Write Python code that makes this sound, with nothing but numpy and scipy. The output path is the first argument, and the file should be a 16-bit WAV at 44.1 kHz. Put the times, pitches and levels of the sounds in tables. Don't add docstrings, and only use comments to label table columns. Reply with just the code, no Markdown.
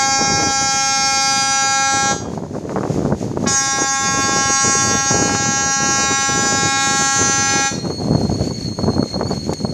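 import sys
import numpy as np
from scipy import signal
from scipy.fft import rfft, irfft, next_fast_len
from scipy.io import wavfile

SR = 44100
rng = np.random.default_rng(int(sys.argv[2]) if len(sys.argv) > 2 else 0)


def transcribe(signal):
    frames = np.atleast_2d(signal).T
    limited = np.clip(frames, -1, 1)
    pcm = np.round(limited * 32767).astype(np.int16)
    wavfile.write(sys.argv[1], SR, pcm)


N = 429093
TIME = np.arange(N) / SR


def amp(db):
    return 10 ** (np.asarray(db) / 20)


def unit(x):
    return x / np.sqrt(np.mean(x ** 2) + 1e-20)


def along(points, hz):
    f, v = np.transpose(points)
    return np.interp(np.log(hz + 1), np.log(f + 1), v)


def curves(rows, t=TIME):
    s, *columns = np.transpose(rows)
    return [np.interp(t, s, column) for column in columns]


def wobble(rate, t=TIME):
    knots = rng.standard_normal(int(N * rate / SR) + 16)
    fine = signal.resample_poly(knots, 8, 1)
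    return np.interp(t * rate * 8 + 32, np.arange(len(fine)), fine)


def ripples(count, rate, t, alike):
    rows = [wobble(rate, t) for _ in range(count)]
    return signal.lfilter([np.sqrt(1 - alike ** 2)], [1, -alike], rows, axis=0)


def filtered(x, response):
    m = next_fast_len(len(x) + SR // 4)
    return irfft(rfft(x, m) * response(np.fft.rfftfreq(m, 1 / SR)), m)[:len(x)]


def noise(spectrum):
    return unit(filtered(rng.standard_normal(N), lambda hz: amp(along(spectrum, hz))))


def below(hz, edge_hz, order):
    return 1 / (1 + (hz / edge_hz) ** order)


# opens_s, shuts_s
BLAST_VALVES = [(-.2, 2.118), (3.453, 7.675)]
# time_s, lowest_partials_db (first to third), fourth_partial_db, middle_db, blare_db
BAND_LEVELS = [
    [(0.02, -19.5, -28, -22, -20.5), (0.32, -22, -33.5, -23.5, -22), (0.84, -22.5, -37, -22.5, -20.5),
     (1.31, -21.5, -32, -21, -20.5), (1.45, -23, -33.5, -21.5, -20), (1.81, -20.5, -33, -19, -21.5),
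     (2.09, -21, -30, -20.5, -21.5)],
    [(3.52, -28.5, -28.5, -24.5, -18.5), (3.9, -25, -27, -24, -22), (4.19, -28.5, -23.5, -23, -20.5),
     (4.39, -24.5, -24.5, -22, -20.5), (4.73, -27.5, -23, -22.5, -18), (5.3, -26, -34.5, -25, -22.5),
     (6.03, -26, -26, -21.5, -20.5), (6.51, -25.5, -28.5, -22.5, -20), (6.76, -23.5, -27.5, -20.5, -21.5),
     (7.14, -24.5, -28, -21.5, -18.5), (7.23, -27.5, -29, -22, -20), (7.65, -23, -34.5, -20, -22)],
]
# multiple, level_db
FIRST_PARTIALS = [(1, -21), (2, -17.5), (3, -1), (4, -10.5), (5, -0.5), (6, -0.5), (7, -15.5), (8, -5),
                  (9, -9), (10, -18), (11, -19.5), (12, -12), (13, -16.5), (14, -12.5), (15, -13.5),
                  (16, -14.5), (17, -8), (18, -7.5), (19, -16.5), (20, -7), (21, -5.5), (22, -6)]
SECOND_PARTIALS = [(1, -12.5), (2, -18), (3, 1), (4, -1.5), (5, 1.5), (6, 5), (7, -4.5), (8, -3), (9, -5),
                   (10, -10.5), (11, -11), (12, -17.5), (13, -8), (14, -6), (15, -11), (16, -10), (17, -8),
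                   (18, -10), (19, -3), (20, -8.5), (21, 0), (22, -1)]
# freq_hz, level_db
BLARE_SPECTRUM = [(6250, 1), (6550, 2.5), (6850, -2.5), (7400, -8), (8150, -15.5), (9000, -24),
                  (10300, -30.5), (11300, -35.5), (14000, -39)]
PITCH_HZ, CREEP_HZ_PER_S = 270.64, 0.27
SHARP_HZ, SETTLE_S = 4.18, 0.0503
FLICKER_START_DB, FLICKER_END_DB = 2.5, 0.67


def blast(valve, band_levels, partials, fade_db=3, rise_s=0.0087, linger_s=0.052, linger_db=-6):
    opens, shuts = valve
    on = (TIME > opens) & (TIME < shuts + .3)
    t = TIME[on]
    pitch = PITCH_HZ + CREEP_HZ_PER_S * t + SHARP_HZ * np.exp(-(t - opens) / SETTLE_S)
    jitter = 0.00048 * wobble(40, t) + 0.000331 * wobble(4, t)
    phase = 2 * np.pi * np.cumsum(pitch * (1 + jitter)) / SR

    multiples, levels = np.transpose(partials)
    k = np.arange(1, 52)
    hz = k * PITCH_HZ
    blare = along(BLARE_SPECTRUM, hz) + levels[-1]
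    level = np.where(k <= len(multiples), np.interp(k, multiples, levels), blare)
    band_of = np.digitize(hz, [950, 1200, 4450])

    flicker_db = np.interp(t, valve, [FLICKER_START_DB, FLICKER_END_DB])
    fades = ripples(len(k), 1.7, t, alike=0.43)
    beats = ripples(len(k), 26, t, alike=0.51)
    offsets = rng.standard_normal(len(k))
    after = np.maximum(t - shuts, 0)
    release = np.maximum(np.exp(-after / .025), amp(linger_db) * np.exp(-after / linger_s))

    bands, power = np.zeros((4, len(t))), np.zeros((4, len(t)))
    for n, b, db, fade, beat, offset in zip(k, band_of, level, fades, beats, offsets):
        exposure = min(n / 10, 1) ** 2
        gain = amp(db + exposure * fade_db * (1.5 - 1.8 * np.abs(fade)))
        attack = np.clip((t - opens - 0.00067 * min(n, 30)) / rise_s, 0, 1)
        lag = .04 * n * n + min(n / 6, 1) * .7 * offset + exposure * .4 * fade
        flicker = amp(exposure * flicker_db * beat)
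        bands[b] -= gain * flicker * attack * np.cos(n * phase - lag)
        power[b] += gain ** 2 / 2
    out = np.zeros(N)
    out[on] = release * np.sum(amp(curves(band_levels, t)) * bands / np.sqrt(power), axis=0)
    return out


# freq_hz, t60_s
HARBOUR_DECAY = [(300, 0.089), (1200, 0.16), (3000, 0.77), (6000, 0.43), (12000, 0.084)]
# freq_hz, level_db
ECHO_SPECTRUM = [(800, -22), (1700, -17), (3000, -16), (6000, -10.5), (12000, 0)]


def harbour(x):
    hz, t, z = signal.stft(rng.standard_normal(SR), SR, nperseg=256)
    decay = amp(-60 * t / along(HARBOUR_DECAY, hz)[:, None])
    tail = signal.istft(z * decay, SR, nperseg=256)[1]
    tail = np.pad(tail, (round(.025 * SR), 0))
    answer = signal.fftconvolve(x, tail / np.linalg.norm(tail))[:N]
    return filtered(answer, lambda hz: amp(along(ECHO_SPECTRUM, hz)))


# time_s, level_db
HISS_LEVEL = [(0, -44), (2.5, -48), (2.9, -42.5), (5.5, -47.5), (8.5, -40.5), (9.1, -45), (9.45, -40.5),
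              (9.73, -44.5)]
# freq_hz, level_db (per Hz)
WATER_SPECTRUM = [(300, -21), (2000, -1), (3100, -6), (4500, -1.5), (5600, 0), (6650, 5), (7800, -8),
                  (9500, -13.5), (11500, -19), (14000, -25)]


def water():
    return amp(curves(HISS_LEVEL)[0] + 2.1 * wobble(18)) * noise(WATER_SPECTRUM)


BREEZE_DB, BREEZE_BRIGHT_DB = -35.5, -4.5
GUST_ATTACK_S, GUST_RELEASE_S = 0.01, 0.075
GUST_SWELL_DB = 0.5
# start_s, length_s, rumble_db, brightness_db
WIND_GUSTS = [(0.185, 0.3, -26.5, 0), (0.605, 0.023, -30, -3), (1.934, 0.65, -29, 0.5),
              (2.646, 0.21, -25.5, 3.5), (2.89, 0.25, -21, -0.5), (3.183, 0.322, -23, -3.5),
              (3.725, 0.1, -33.5, 10), (3.98, 0.52, -29, -1.5), (4.624, 0.35, -26.5, -2),
              (5.098, 0.25, -23.5, 1), (5.393, 0.25, -27.5, -2), (5.759, 0.35, -27.5, 0),
              (6.28, 0.37, -24.5, -2), (6.675, 0.35, -30.5, -1.5), (7.157, 0.15, -24, -0.5),
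              (7.333, 0.27, -27, -3), (7.704, 0.31, -26, -2), (8.015, 0.42, -19, -5.5),
              (8.444, 0.26, -25, -8), (8.775, 0.24, -20.5, -3), (9.126, 0.21, -24, -3.5),
              (9.362, 0.13, -24, -6), (9.592, 0.16, -22.5, -6)]


def gusting():
    power = np.full(N, amp(BREEZE_DB) ** 2)
    bright = power * BREEZE_BRIGHT_DB
    for start, length, db, bright_db in WIND_GUSTS:
        age = TIME - start
        attack = np.clip(age / GUST_ATTACK_S, 0, 1)
        release = np.clip(1 - (age - length) / GUST_RELEASE_S, 0, 1)
        swell_db = GUST_SWELL_DB * (np.clip(age / length, 0, 1) - .5)
        gust = (attack * release * amp(db + swell_db)) ** 2
        power, bright = power + gust, bright + gust * bright_db
    return 10 * np.log10(power), bright / power


# freq_hz, level_db (per Hz)
WIND_SPECTRUM = [(15, -54), (25, -30.5), (97, -2.5), (205, -1), (407, -4), (534, -7), (652, -10),
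                 (811, -12.5), (1010, -16.5), (1590, -27.5), (1900, -36), (2470, -46), (4180, -120)]
TEAR_DB, TEAR_PER_BRIGHT = -10, 0.76


def wind(rumble_swing_db=3.0, flutter_swing_db=4, tear_swing_db=8.0, split_hz=280, edge_hz=760,
         lump_db=1.4, bright_lump_db=2.5):
    strength_db, bright_db = gusting()
    lumps = np.tanh(1.6 * wobble(24)) - 0.3
    rumble_db = strength_db + lump_db * lumps
    flutter_db = rumble_db + bright_db + bright_lump_db * lumps
    tear_db = flutter_db + TEAR_DB + TEAR_PER_BRIGHT * bright_db
    eddy = 2.28 * np.tanh((1.36 * wobble(260) + 0.57 * wobble(45)) / 2.07)
    air = rng.standard_normal(N)

    def band(swing_db, share):
        swung = air * amp(swing_db * eddy)
        return unit(filtered(swung, lambda hz: amp(along(WIND_SPECTRUM, hz)) * share(hz)))

    rumble = band(rumble_swing_db, lambda hz: below(hz, split_hz, 4))
    flutter = band(flutter_swing_db, lambda hz: (1 - below(hz, split_hz, 4)) * below(hz, edge_hz, 6))
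    tear = band(tear_swing_db, lambda hz: 1 - below(hz, edge_hz, 6))
    return amp(rumble_db) * rumble + amp(flutter_db - 2.5) * flutter + amp(tear_db) * tear


# start_s, peak_db, tearing_edge_db
EDDY_PUFFS = [(0.215, -11, -36), (0.246, -14, -15), (0.429, -15, -9), (2.375, -14, -30),
              (2.693, -15.5, -16), (2.759, -6, -24.5), (2.832, -11, -20), (3.227, -9, -38),
              (3.372, -6.5, -29), (3.785, -10, -29), (4.943, -14, -19), (5.294, -10, -13), (5.349, -8, -9),
              (6.453, -12, -15), (7.227, -14, -10), (8.083, -8, -37), (8.156, -9, -35), (8.788, -8.5, -30),
              (8.995, -3, -50), (9.162, -9, -35), (9.21, -5.5, -24.5), (9.31, -7.5, -31), (9.493, -7, -36),
              (9.526, -7.5, -32), (9.648, -6.5, -32.5)]


def puffs(width_s=0.00025, puff_db=-1, spacing_s=.0035, follow_db=-6, low_hz=120):
    out, t = np.zeros(N + SR), np.arange(SR // 20) / SR - .005
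    chance = rng.uniform(-0.92, 1, (len(EDDY_PUFFS), 3))
    for (s, db, edge_db), draws in zip(EDDY_PUFFS, chance):
        span = width_s * amp(-.4 * (edge_db + 23.5))
        place = out[round((s + t[0]) * SR):][:len(t)]
        for n, draw in enumerate(draws):
            centre = .0015 + n * spacing_s * (1 + .4 * draw)
            u = np.clip((t - centre) / span, -30, 30)
            jolt = 2 * np.tanh(u) / np.cosh(u)
            place += np.sign(draw) * amp(db + puff_db + n * follow_db) * jolt
    return filtered(out[:N], lambda hz: 1 - below(hz, low_hz, order=3))


# multiple, level_db, airiness
WHISTLE_PARTIALS = [(1, -20.5, 1.1), (2, 4, 0.81), (3, -5.5, 1.2), (4, -18, 0.64), (5, -32, 1.2),
                    (6, -38, .5)]
# time_s, level_db
WHISTLE_CURVE = [(3.5, -64.5), (4.7, -36.5), (5.9, -33.5), (6.6, -43), (7.3, -33), (9.73, -32.5)]
# start_s, length_s, peak_push_hz
WHISTLE_SURGES = [(8.278, 0.42, 45.4), (9.248, 0.091, 85), (9.475, 0.11, 59.7)]
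WHISTLE_HZ = 2155
UNSTEADY, SMEAR_HZ = 0.00412, 70
SURGE_LOSS_DB = 1


def whistle(swing_db=2.5, air_rate=80, rest_smear=0.8, waver_hz=9, waver_db=0.9):
    push_hz = sum(hz * np.sin(np.pi * np.clip((TIME - start) / length, 0, 1))
                  for start, length, hz in WHISTLE_SURGES)
    rough = 1 + push_hz / SMEAR_HZ
    pitch = WHISTLE_HZ + push_hz + waver_hz * wobble(14)
    smear = rest_smear * rough
    phase = 2 * np.pi * np.cumsum(pitch * (1 + UNSTEADY * rough * wobble(500))) / SR
    tone = np.zeros(N)
    for k, level, airiness in WHISTLE_PARTIALS:
        order = round(k)
        rate = air_rate * (order + 1)
        halo = airiness * smear * (wobble(rate) + 1j * wobble(rate)) / np.sqrt(2)
        partial = ((1 + halo) * np.exp(1j * order * phase)).real
        partial /= np.sqrt(1 + (airiness * smear) ** 2)
        overblown = smear ** (order % 2)
        tone += amp(level + swing_db * wobble(60)) * overblown * partial
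    level_db = curves(WHISTLE_CURVE)[0] - SURGE_LOSS_DB * (rough - 1) + waver_db * wobble(16)
    return amp(level_db) * unit(tone)


# start_s, level_db
CLICKS = [(9.5333, -19.5)]


def ticks(t60_s=0.035):
    out, t = np.zeros(N + SR), np.arange(SR // 20) / SR
    for s, db in CLICKS:
        burst = noise(WATER_SPECTRUM)[:len(t)]
        out[round(s * SR):][:len(t)] += amp(db - 4 - 60 * t / t60_s) * burst
    return out[:N]


def scene():
    first = blast(BLAST_VALVES[0], BAND_LEVELS[0], FIRST_PARTIALS)
    second = blast(BLAST_VALVES[1], BAND_LEVELS[1], SECOND_PARTIALS)
    horn = amp(-0.14) * (first + second)
    return (horn + harbour(horn) + water() + wind() + puffs() + whistle() + ticks())[None]


TOP_HZ = 13930


def record(dry):
    return filtered(dry[0], lambda hz: hz < TOP_HZ)[None]


dry = scene()
out = record(dry)
transcribe(out)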